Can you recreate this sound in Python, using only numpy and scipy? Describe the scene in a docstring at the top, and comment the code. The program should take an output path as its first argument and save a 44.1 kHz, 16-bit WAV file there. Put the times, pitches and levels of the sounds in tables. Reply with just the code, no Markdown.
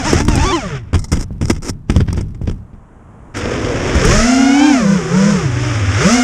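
"""A concrete yard, heard from a microphone on the frame of a small racing quadcopter that clips the ground.
Blade tones, shaft hum and torn air surge as it tumbles; drag slows the rotors and the ground stops them.
The frame knocks and scrapes to rest: bursts of grit noise for the contacts, dying sines for the thuds.
Four three-blade rotors restart at unequal speeds, churn the air against the ground, and lift it off."""
import sys
import numpy as np
from scipy import signal
from scipy.io import wavfile
from scipy.ndimage import uniform_filter1d

SR = 44100
rng = np.random.default_rng(int(sys.argv[2]) if len(sys.argv) > 2 else 0)


def master_out(mix):
    """Clip the mix to full scale and print it as 16-bit PCM to the path in sys.argv[1]."""
    frames = np.transpose(np.atleast_2d(mix))
    ceiling = np.clip(frames, -1, 1)
    pcm = np.round(ceiling * 32767).astype(np.int16)
    wavfile.write(sys.argv[1], SR, pcm)


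N = 274953
T = np.arange(N) / SR

# Two rotors in the tumble. Each row: time in seconds, shaft speed in Hz before the coast-down.
FIRST_ROTOR = [(0, 286.3), (.05, 213.4), (.1, 195.3), (.2, 229.4), (.365, 230.3), (.4, 294.4),
               (.435, 302.7), (.49, 230.4), (.54, 344)]
SECOND_ROTOR = [(0, 271), (.03, 221), (.078, 325), (.16, 232.6), (.2, 288.4), (.31, 311.2), (.385, 256.1),
                (.43, 299.6), (.462, 375.6), (.505, 396.9), (.545, 335.9)]
# Shafts at take-off. Each row: time in seconds, speed in Hz of the fastest, unbalanced rotor,
# speed in Hz of the middle one of the other three.
LIFT_SPEEDS = [(3.35, 98, 77), (3.8, 119, 92), (4, 127, 107), (4.15, 207, 205), (4.3, 253, 231),
               (4.4, 268, 235), (4.53, 275, 244), (4.66, 302, 268), (4.71, 294, 260), (4.86, 196, 165),
               (4.94, 199, 170), (5.02, 160, 128), (5.08, 160, 123), (5.18, 190, 161), (5.31, 211, 172),
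               (5.5, 120, 91), (5.66, 124, 104), (5.84, 99, 82), (5.97, 103, 92), (6.04, 165, 150),
               (6.1, 225, 215), (6.16, 254, 240), (6.23, 250, 236)]
# Turbulence that the blades meet, highest near the ground and in their own wake.
# Each row: time in seconds, relative level in dB.
WAKE_LEVEL = [(3.35, 7.5), (3.8, 7.5), (4.06, 14), (4.25, 7.5), (4.42, .5), (4.64, -3), (4.76, 0.5),
              (5.05, 2.5), (5.25, 5.5), (5.5, 4.5), (5.66, 8), (5.88, 9.5), (6.02, 14.5), (6.13, 9),
              (6.23, 4.5)]
# Blows on the frame. Each row: start in seconds, then relative levels in dB of clack, tick and thud,
# decay time of the contact in seconds.
BLOWS = [(.13, -2, -17, -17, 0.0059), (.148, -9, -25, -9, 0.0036), (.203, -4.5, -19.5, -17, 0.0054),
         (.25, -21, -18, -27, 0.0019), (.282, 0, -15.5, -10.5, 0.0044), (.353, -16, -17, -9.5, 0.0061),
         (0.375, -9.5, -35, -10.5, 0.0061), (.93, -18, -36, -12, 0.0092), (.942, -10.5, -27, -8.5, 0.012),
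         (0.951, -21, -33, -16, 0.0044), (.991, -48, -28, -38, 0.0063), (1.016, -49, -40, -43, .012),
         (1.041, -54, -25.5, -41, 0.0067), (1.081, -51, -43, -43, 0.018), (1.117, -9, -15, -16, 0.0066),
         (1.128, -11, -20, -7, 0.0068), (1.167, -24, -39, -34, 0.013), (1.307, -41, -65, -18, 0.0036),
         (1.412, -15.5, -28, -10.5, 0.0063), (1.425, -20, -32, -9, 0.0076), (1.498, -3, -16.5, -10, 0.0066),
         (1.696, -28, -18.5, -17, 0.0044), (1.897, -5.5, -22.5, -4.5, 0.0055),
         (1.918, -22, -33, -23, 0.0035), (1.962, -6.5, -23, -3.5, 0.0039), (2.003, -12, -34.5, -9, 0.0083),
         (2.084, -15.5, -43, -12, 0.0037), (2.129, -21, -20, -15, 0.002), (2.175, -20, -40, -12, 0.015),
         (2.209, -24, -29, -15, 0.0038), (2.346, -32.5, -46, -47, 0.006), (2.415, -35, -46, -14, 0.0078),
         (2.477, -25, -49, -11, .007), (2.512, -26, -40, -35, 0.0052), (2.732, -45, -70, -30, 0.0087),
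         (3.645, -9.5, -37, -41, 0.0045), (3.951, -33, -25, -9, 0.0045), (4.049, -33, -17, -7.5, 0.0083)]
# Spectrum of a coarse contact. Each row: frequency in Hz, relative level in dB per Hz.
CLACK_COLOUR = [(150, -15.5), (250, -1.5), (347, 1), (679, -17.5), (1260, -19.5), (1570, -17.5),
                (2240, -21.5), (2470, -21), (3390, -22), (4280, -34), (4600, -24), (5980, -28.5),
                (10100, -120)]

# the throttle closes and drag halves the speed in COAST_S; later the blades stop biting the air
THROTTLE_OFF_S, COAST_S = .556, .131
STALL_S, STALL_DB_PER_S, STALL_DEPTH_DB = 0.77, 350, 19
# the rotors' blade sounds dip briefly
DIP_S, DIP_WIDTH_S, DIP_DB = 0.253, 0.034, -23
# the ground stops the rotors: full until STOP_S, then a short fade
STOP_S, STOP_FADE_S = .93, 0.038
# the motors restart; the frame takes LEAVE_S to leave the ground and is clear of it at LIFT_OFF_S
RESTART_S, LIFT_OFF_S, LEAVE_S = 3.353, 4.27, 0.17
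DOWNWASH_BUILD_S = 0.15
# a motor that is speeding up works harder: octaves per second at full effort
FULL_EFFORT_OCT_PER_S = 13.6
# sounds that grow with shaft speed: (relative dB at CRUISE_HZ, dB per octave)
CRUISE_HZ = 200
TUMBLE_WHINE, TUMBLE_RUSH, TUMBLE_HISS = (-27, 10.4), (-29.5, 3.5), (-37.5, 14.4)
LIFT_WHINE, LIFT_RUSH, LIFT_HISS = (-19, 8.6), (-29, 3.28), (-30.5, 10.4)
GROUND_SHAKE, GROUND_CHURN, GROUND_CHATTER = (-7.5, 9.9), (-21.5, 0.72), (-23, 6.5)
# every blow leaves the camera wobbling and loose grit pattering
WOBBLE_DB, WOBBLE_RISE_S, WOBBLE_DECAY_S = -1.5, 0.0036, 0.051
PATTER_PER_S, PATTER_DB = 120, -37
# light blows are duller: treble edge of a tick of HARD_DB, and the dB that halve it
HARD_DB, HARD_EDGE_HZ, SOFTEN_DB = -23.5, 13500, 28
EDGE_HZ = 15600


def gain_of(db):
    """Decibels to amplitude."""
    return 10 ** (np.asarray(db) / 20)


def evened(x):
    """Scales to unit rms."""
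    return x / np.sqrt(np.mean(x ** 2) + 1e-20)


def curve(rows, column=1):
    """One column of a time table, at every sample."""
    rows = np.asarray(rows)
    return np.interp(T, rows[:, 0], rows[:, column])


def add(mix, s, sound):
    """Mixes a sound in at s seconds."""
    part = mix[max(round(s * SR), 0):][:len(sound)]
    part += sound[:len(part)]


def colour(x, points, size=8192):
    """Causal filter of unit energy with the given spectrum."""
    hz, db = np.transpose(points)
    bins = abs(np.fft.fftfreq(size, 1 / SR))
    bin_db = np.interp(np.log(bins + 1), np.log(hz), db)
    log_gain = np.log(gain_of(bin_db) + 1e-5)
    # minimum phase: the phase follows from the log gain
    spectrum = np.exp(np.conj(signal.hilbert(log_gain)))
    taps = np.fft.ifft(spectrum).real[:size // 2]
    return signal.oaconvolve(x, taps / np.linalg.norm(taps))[:N]


def noise(points):
    """White noise through a unit-energy filter of the given spectrum."""
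    return colour(rng.standard_normal(N), points)


def wander(rate_hz):
    """Slow random drift of unit rms."""
    knots = np.arange(0, T[-1] + 1, .5 / rate_hz)
    return evened(np.interp(T, knots, rng.standard_normal(len(knots))))


def grit(per_s, spread_db):
    """Random clicks of unequal size, unit rms."""
    struck = rng.random(N) < per_s / SR
    size_db = spread_db * np.minimum(rng.exponential(1, N), 4)
    return evened(rng.standard_normal(N) * struck * gain_of(size_db))


def ring(modes, shifts=0):
    """Dying sines of a struck body; shifts moves each by a share of its frequency."""
    t = np.arange(SR // 4) / SR
    hz, db, t60 = np.transpose(modes)[:, :, None]
    decay = np.exp(-np.log(1000) * t / t60)
    return (gain_of(db) * decay * np.sin(2 * np.pi * hz * (1 + shifts) * t)).sum(0)


def by_speed(law, speed_hz):
    """Gain of a sound that grows by so many dB per octave of shaft speed."""
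    cruise_db, octave_db = law
    return gain_of(cruise_db + octave_db * np.log2(speed_hz / CRUISE_HZ))


def effort(speed_hz):
    """0 at a steady or falling speed, 1 while the motor accelerates hard; it lingers a little."""
    oct_per_s = np.gradient(np.log2(speed_hz)) * SR
    climb = np.clip(oct_per_s / FULL_EFFORT_OCT_PER_S, 0, 1)
    return signal.lfilter(*signal.butter(1, 6, fs=SR), climb)


def tumble_speed(points):
    """A rotor follows its controller, then coasts down against air drag."""
    return curve(points) / (1 + np.maximum(T - THROTTLE_OFF_S, 0) / COAST_S)


def spinning():
    """1 until the ground stops the rotors, then 0."""
    return np.clip((STOP_S - T) / STOP_FADE_S + 1, 0, 1)


def tumble_gain():
    """The blades sound fully until they stall, with one brief dip, then faintly until the rotors stop."""
    stall_db = np.minimum(STALL_DB_PER_S * np.maximum(T - STALL_S, 0), STALL_DEPTH_DB)
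    dip_db = DIP_DB * np.exp(-((T - DIP_S) / DIP_WIDTH_S) ** 2)
    return spinning() * gain_of(dip_db - stall_db)


def running(rise_s=0.014):
    """0 until the motors restart, then 1."""
    return np.clip((T - RESTART_S) / rise_s + 1, 0, 1)


def airborne():
    """0 before lift-off, 1 once clear of the ground."""
    return np.clip((T - LIFT_OFF_S) / LEAVE_S + 1, 0, 1)


def shaft_hum(speed_hz):
    """Gain of the once-a-turn shaking, as the camera mount answers this speed."""
    # Each row: shaft speed in Hz, relative level in dB.
    mount = [(80, -20), (98, -17.5), (122, -20), (142, -13.5), (161, -27), (184, -11.5), (210, -12.5),
             (232, -14.5), (268, -12.5), (300, -11), (345, -7.5), (400, -12.5)]
    return gain_of(np.interp(speed_hz, *np.transpose(mount)))


def rotor(speed_hz, darker_db, uneven_db, jitter=.0035, flutter_db=2, idle_db=.8):
    """One rotor: its blade tones, its once-a-turn shaking, and the pulsing of its three blades."""
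    # Blade tones. Each row: multiple of the shaft speed, relative level in dB.
    blade_orders = [(2, -8), (3, 0), (4, -13), (5, -20), (6, -5), (7, -20), (8, -17), (9, -4), (10, -20),
                    (12, -9), (15, -17), (18, -21), (21, -20), (24, -21)]
    # How the frame carries them. Each row: frequency in Hz, relative level in dB.
    carry = [(150, 5.5), (400, 2), (750, -3.5), (1180, 2), (1600, -3), (2200, -2.5), (2900, -2), (4500, -1),
             (8000, -30)]
    unsteady_hz = speed_hz * (1 + jitter * wander(rate_hz=45))
    angle = 2 * np.pi * np.cumsum(unsteady_hz) / SR
    # slow blades are lightly loaded and sound duller
    slope_db = darker_db + idle_db * np.interp(speed_hz, [150, 240], [1, 0])
    blades = np.zeros(N)
    for order, db in blade_orders:
        octaves = abs(np.log2(order / 3))  # away from the blade-passing tone
        carried_db = np.interp(order * speed_hz, *np.transpose(carry))
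        # only unlike blades sound between the multiples of three
        tone_db = db - slope_db * octaves + carried_db + uneven_db * (order % 3 > 0)
        level = gain_of(tone_db + flutter_db * wander(rate_hz=25))
        blades += level * np.cos(order * angle + 2 * np.pi * rng.random())
    shaft = np.sqrt(2) * np.sin(angle)
    chop = np.cos(3 * angle)
    return blades, shaft, chop


def tumbling_rotors(hum_db=-12, first_db=-1, second_db=-1.5, effort_db=6):
    """Two rotors pull against each other, then run down; their shafts hum on after the blades stall."""
    whine, hum = np.zeros((2, N))
    for points, blade_db in [(FIRST_ROTOR, first_db), (SECOND_ROTOR, second_db)]:
        speed_hz = tumble_speed(points)
        blades, shaft, _ = rotor(speed_hz, darker_db=3.0, uneven_db=-2.5)
        strain = gain_of(blade_db + effort_db * effort(speed_hz))
        whine += strain * by_speed(TUMBLE_WHINE, speed_hz) * blades
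        hum += gain_of(hum_db) * shaft_hum(speed_hz) * shaft
    return tumble_gain() * whine + spinning() * hum


def blade_air(pulsing, rush_db=-1, hiss_db=1.0, chop_db=2, flap_db=1.5, hiss_share=0.83):
    """Turbulence torn off the blades: it swells with the take-off blade pulsing and flaps near the ground."""
    # Low and high parts of the torn air. Each row: frequency in Hz, relative level in dB per Hz.
    rush_colour = [(100, 1), (300, -0.5), (600, 3), (900, -9), (1250, 5), (1700, 3), (2200, 2), (2800, -3),
                   (3500, -5), (4200, -21), (5500, -9), (9000, -81)]
    hiss_colour = [(2470, -26.5), (4200, -9), (4460, -8), (5230, 3), (6760, 0.5), (8240, -9), (10700, -24),
                   (11500, -29.5), (12700, -32.5), (14600, -42), (15500, -55)]
    # Turbulence in the tumble. Each row: time in seconds, relative level in dB.
    tumble_wake = [(0, -1), (.04, 3), (.08, 7.5), (.2, 7), (.31, -1.5), (.42, 2), (.5, -3), (.58, -3.5),
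                   (.68, -1.5), (.76, 0.5)]
    tumble_hz = (tumble_speed(FIRST_ROTOR) + tumble_speed(SECOND_ROTOR)) / 2
    lift_hz = curve(LIFT_SPEEDS, 2)
    tumbling = tumble_gain() * gain_of(curve(tumble_wake))
    lifting, wake_db = running(), curve(WAKE_LEVEL)
    rush = tumbling * by_speed(TUMBLE_RUSH, tumble_hz)
    rush += lifting * by_speed(LIFT_RUSH, lift_hz) * gain_of(wake_db)
    hiss = tumbling * by_speed(TUMBLE_HISS, tumble_hz)
    hiss += lifting * by_speed(LIFT_HISS, lift_hz) * gain_of(hiss_share * wake_db)
    flap = flap_db * (1 - 1.07 * airborne()) * wander(rate_hz=120)
    swell = evened(gain_of(chop_db * pulsing + flap))
    air = gain_of(rush_db) * rush * noise(rush_colour) + gain_of(hiss_db) * hiss * noise(hiss_colour)
    return swell * air


def background_hush():
    """Background hush: filtered noise that sinks, then swells before the restart."""
    # Each row: frequency in Hz, relative level in dB per Hz.
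    hush_colour = [(90, -17), (150, -0.5), (215, -1), (505, -8.5), (640, -9), (1050, -9), (1460, -15.5),
                   (3300, -35), (4200, -48), (7000, -34.5), (10000, -41), (14000, -70.5)]
    # Each row: time in seconds, level in dB.
    hush_level = [(0, -45.5), (2.2, -57.5), (2.7, -48.5), (3.3, -42.5), (6.23, -43)]
    return gain_of(curve(hush_level)) * noise(hush_colour)


def downwash():
    """0 to 1 as air builds up under the rotors, back to 0 as the frame leaves the ground."""
    return np.clip((T - RESTART_S) / DOWNWASH_BUILD_S, 0, 1) * (1 - airborne())


def wobble():
    """How hard the frame still shakes: each thud adds to its power and dies away."""
    t = np.arange(SR // 2) / SR
    shape = np.exp(-t / WOBBLE_DECAY_S) * (1 - np.exp(-t / WOBBLE_RISE_S)) ** 2
    power = np.zeros(N)
    for s, _, _, thud_db, _ in BLOWS:
        add(power, s, (gain_of(thud_db) * shape) ** 2)
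    return np.sqrt(power)


def buffeting(shake_db=-3):
    """Wind, blows and downwash shake the camera: low noise that follows all three."""
    # Spectrum of the shaking. Each row: frequency in Hz, relative level in dB per Hz.
    shake_colour = [(11, -36), (18, 18), (37, 3), (97, 2), (172, -2.5), (284, -15.5), (364, -22.5),
                    (434, -22.5), (496, -36.5), (600, -35.5), (780, -47), (1320, -120)]
    # Wind while the frame flies, rolls and settles. Each row: time in seconds, relative level in dB.
    buffet_level = [(0, -18), (.44, -13.5), (.52, -21), (.9, -28.5), (1.2, -24.5), (1.8, -30.5),
                    (2.2, -23.5), (2.5, -24), (2.85, -40), (3.3, -35)]
    strength = (1 - airborne()) * gain_of(curve(buffet_level))
    strength += gain_of(WOBBLE_DB) * wobble()
    strength += downwash() * by_speed(GROUND_SHAKE, curve(LIFT_SPEEDS, 2))
    shake = gain_of(shake_db) * strength * noise(shake_colour)
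    # the microphone passes no infrasound
    return signal.sosfilt(signal.butter(4, 24, "highpass", fs=SR, output="sos"), shake)


def through_frame(coarse, fine, ring_db=-2, direct_db=-4):
    """Coarse contacts clack; fine ones tick and set the arms ringing."""
    # Spectrum of a fine contact. Each row: frequency in Hz, relative level in dB per Hz.
    tick_colour = [(2470, -17), (4200, -15), (4660, -10), (5000, 1.5), (5490, 4), (6440, 0.5), (6870, 5),
                   (8600, -9), (9440, -22.5), (10300, -29.5), (12800, -42.5), (14700, -30.5), (15500, -32)]
    # Stiff arms and blades. Each row: frequency in Hz, relative level in dB, time to fall 60 dB in seconds.
    arm_modes = [(930, -8, .02), (1290, -7, .02), (2080, -9, .02), (5400, -1, .007), (5850, 0, .009),
                 (7700, -4, .006), (8450, -1, .008)]
    arms = ring(arm_modes)
    ringing = signal.oaconvolve(fine, arms / np.linalg.norm(arms))[:N]
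    direct = gain_of(direct_db) * colour(fine, tick_colour)
    return colour(coarse, CLACK_COLOUR) + direct + gain_of(ring_db) * ringing


def scrapes(catch_db=3.5):
    """Grains of grit catch in clumps on the sliding frame."""
    # Each row: start in seconds, length in seconds, relative levels in dB of grinding and of fizz.
    slides = [(0.127, 0.24, -34, -43), (.955, .045, -36, -40), (1.119, 0.074, -27, -37),
              (1.179, 0.07, -29.5, -32.5), (1.417, 0.14, -35, -38.5), (1.494, .025, -11.5, -21),
              (1.534, 0.059, -34.5, -45), (1.618, 0.044, -26.5, -30), (1.637, 0.076, -22.5, -27),
              (1.866, 0.17, -32.5, -49), (2.047, .14, -33.5, -58), (2.161, 0.033, -34.5, -37),
              (2.464, .046, -33, -52), (3.355, 0.054, -23, -33)]
    grind, fizz = np.zeros((2, N))
    for s, length, grind_db, fizz_db in slides:
        stroke = signal.windows.tukey(round(length * SR), .6)
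        add(grind, s, gain_of(grind_db) * stroke)
        add(fizz, s, gain_of(fizz_db) * stroke)
    clumps = gain_of(catch_db * wander(rate_hz=94))
    grains = evened(grit(per_s=4000, spread_db=3.5) * clumps)
    return through_frame(grind * grains, fizz * grains, ring_db=-3.5, direct_db=-3)


def knocks(clack_db=1, tick_db=3, thud_db=-5, detune=0.12, rise_s=0.0012):
    """Each blow crunches briefly on the concrete and rocks the frame, whose modes shift with the contact."""
    # Frame and camera mount. Each row: frequency in Hz, relative level in dB,
    # time to fall 60 dB in seconds.
    frame_modes = [(58, -11, .14), (91.5, 5.5, 0.14), (141, 3, 0.082), (198.7, -1, 0.11),
                   (248, -3.5, 0.023), (340, -19, .045), (475, -12.5, 0.026)]
    t = np.arange(SR // 4) / SR
    clack, tick, thud = np.zeros((3, N))
    crunch = grit(per_s=7200, spread_db=3.0)
    mode_shifts = rng.uniform(-1.3, 1, (len(BLOWS), len(frame_modes), 1))
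    for (s, clack_level, tick_level, thud_level, decay), shifts in zip(BLOWS, mode_shifts):
        envelope = np.exp(-t / max(decay, .001)) * (1 - np.exp(-t / rise_s))
        contact = envelope * crunch[round(s * SR):][:len(t)]
        edge_hz = np.clip(HARD_EDGE_HZ * 2 ** ((tick_level - HARD_DB) / SOFTEN_DB), 8500, 18000)
        dulled = signal.lfilter(*signal.butter(4, edge_hz, fs=SR), contact)
        add(clack, s, gain_of(clack_level + clack_db) * contact)
        add(tick, s, gain_of(tick_level + tick_db) * dulled)
        add(thud, s, gain_of(thud_level + thud_db) * ring(frame_modes, detune * shifts))
    # the thud carries no steady push and no treble above about 1.4 kHz
    thud = signal.sosfilt(signal.butter(2, [45, 1400], "bandpass", fs=SR, output="sos"), thud)
    return through_frame(clack, tick) + thud


def patter(clack_db=6):
    """Loose grit taps the frame while it shakes."""
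    taps = gain_of(PATTER_DB) * wobble() * grit(PATTER_PER_S, spread_db=3.5)
    return through_frame(gain_of(clack_db) * taps, taps, ring_db=-6, direct_db=-15)


def lifting_rotors(hum_db=2.0, grounded_db=-12, braking_db=-4, effort_db=5):
    """Four rotors at unequal speeds beat against each other; returns their tone and their joint pulsing."""
    fast, slow = curve(LIFT_SPEEDS, 1), curve(LIFT_SPEEDS, 2)
    whine = by_speed(LIFT_WHINE, slow) * gain_of(effort_db * effort(slow))
    # the frame shakes less on the ground and while the motors slow down
    braking = uniform_filter1d(1. * (np.gradient(fast) < 0), size=3000)
    braking_share = braking * np.interp(fast, [130, 204, 223, 262], [0, 1, 1, 0])
    hum = shaft_hum(fast) * gain_of(grounded_db * (1 - airborne()) + braking_db * braking_share)
    # the four speeds spread and close up together
    spread = fast - slow
    # (speed Hz, blade dB, imbalance dB, darkening dB per octave)
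    rotors = [(fast, -6.5, 0, 2.5), (slow, -3, -8, 0),
              (slow + .14 * spread, -7.5, -15, 1), (slow - .3 * spread, -6.5, -13, 2)]
    tone, pulsing = np.zeros((2, N))
    for speed_hz, blade_db, imbalance_db, darker_db in rotors:
        blades, shaft, chop = rotor(speed_hz, darker_db, uneven_db=-2.5)
        tone += gain_of(blade_db) * whine * blades
        tone += gain_of(hum_db + imbalance_db) * hum * shaft
        pulsing += chop
    return running() * tone, evened(pulsing)


def chatter(uneven_db=4):
    """Until lift-off, the unbalanced rotor taps the frame on the ground once a turn."""
    fast = curve(LIFT_SPEEDS, 1)
    turns = np.floor(np.cumsum(fast * (1 + .05 * wander(rate_hz=60))) / SR)
    taps = evened(np.diff(turns, prepend=0) * gain_of(uneven_db * rng.standard_normal(N)))
    grounded = running() * (1 - airborne())
    return colour(grounded * by_speed(GROUND_CHATTER, fast) * taps, CLACK_COLOUR)


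def ground_churn():
    """Downwash churns against the ground: dense, low-filtered clicks that grow with shaft speed."""
    # Each row: frequency in Hz, relative level in dB per Hz.
    churn_colour = [(76, -26), (130, -1), (178, -14), (280, -7), (324, -3), (497, 2.5), (735, -12.5),
                    (1000, -12), (1300, -38), (2200, -120)]
    bursts = colour(grit(per_s=3000, spread_db=0.5), churn_colour)
    return downwash() * by_speed(GROUND_CHURN, curve(LIFT_SPEEDS, 2)) * bursts


def flight_wind(level_db=-31.5):
    """Low wind at the microphone once aloft: noise that partly follows the wake."""
    # Each row: frequency in Hz, relative level in dB per Hz.
    flight_colour = [(11, -52), (18, -29), (45, -3), (72, 2.5), (102, -11.5), (130, -4), (170, -22),
                     (290, -120)]
    # level_db holds where the wake stands at 4 dB
    wake_db = .6 * (curve(WAKE_LEVEL) - 4)
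    return airborne() * gain_of(level_db + wake_db) * noise(flight_colour)


def scene():
    """Everything reaches one microphone on the frame."""
    tone, pulsing = lifting_rotors()
    rotors = tumbling_rotors() + tone + blade_air(pulsing)
    air = background_hush() + buffeting() + ground_churn() + flight_wind()
    contacts = scrapes() + knocks() + patter() + chatter()
    return (rotors + air + contacts)[None]


def record(dry):
    """The loudest peaks are rounded off; then the band limit."""
    limited = dry / (1 + dry ** 6) ** (1 / 6)
    lowpass = signal.firwin(511, EDGE_HZ, window=("kaiser", 9), fs=SR)
    return signal.oaconvolve(limited, lowpass[None], "same")


dry = scene()
out = record(dry)
master_out(out)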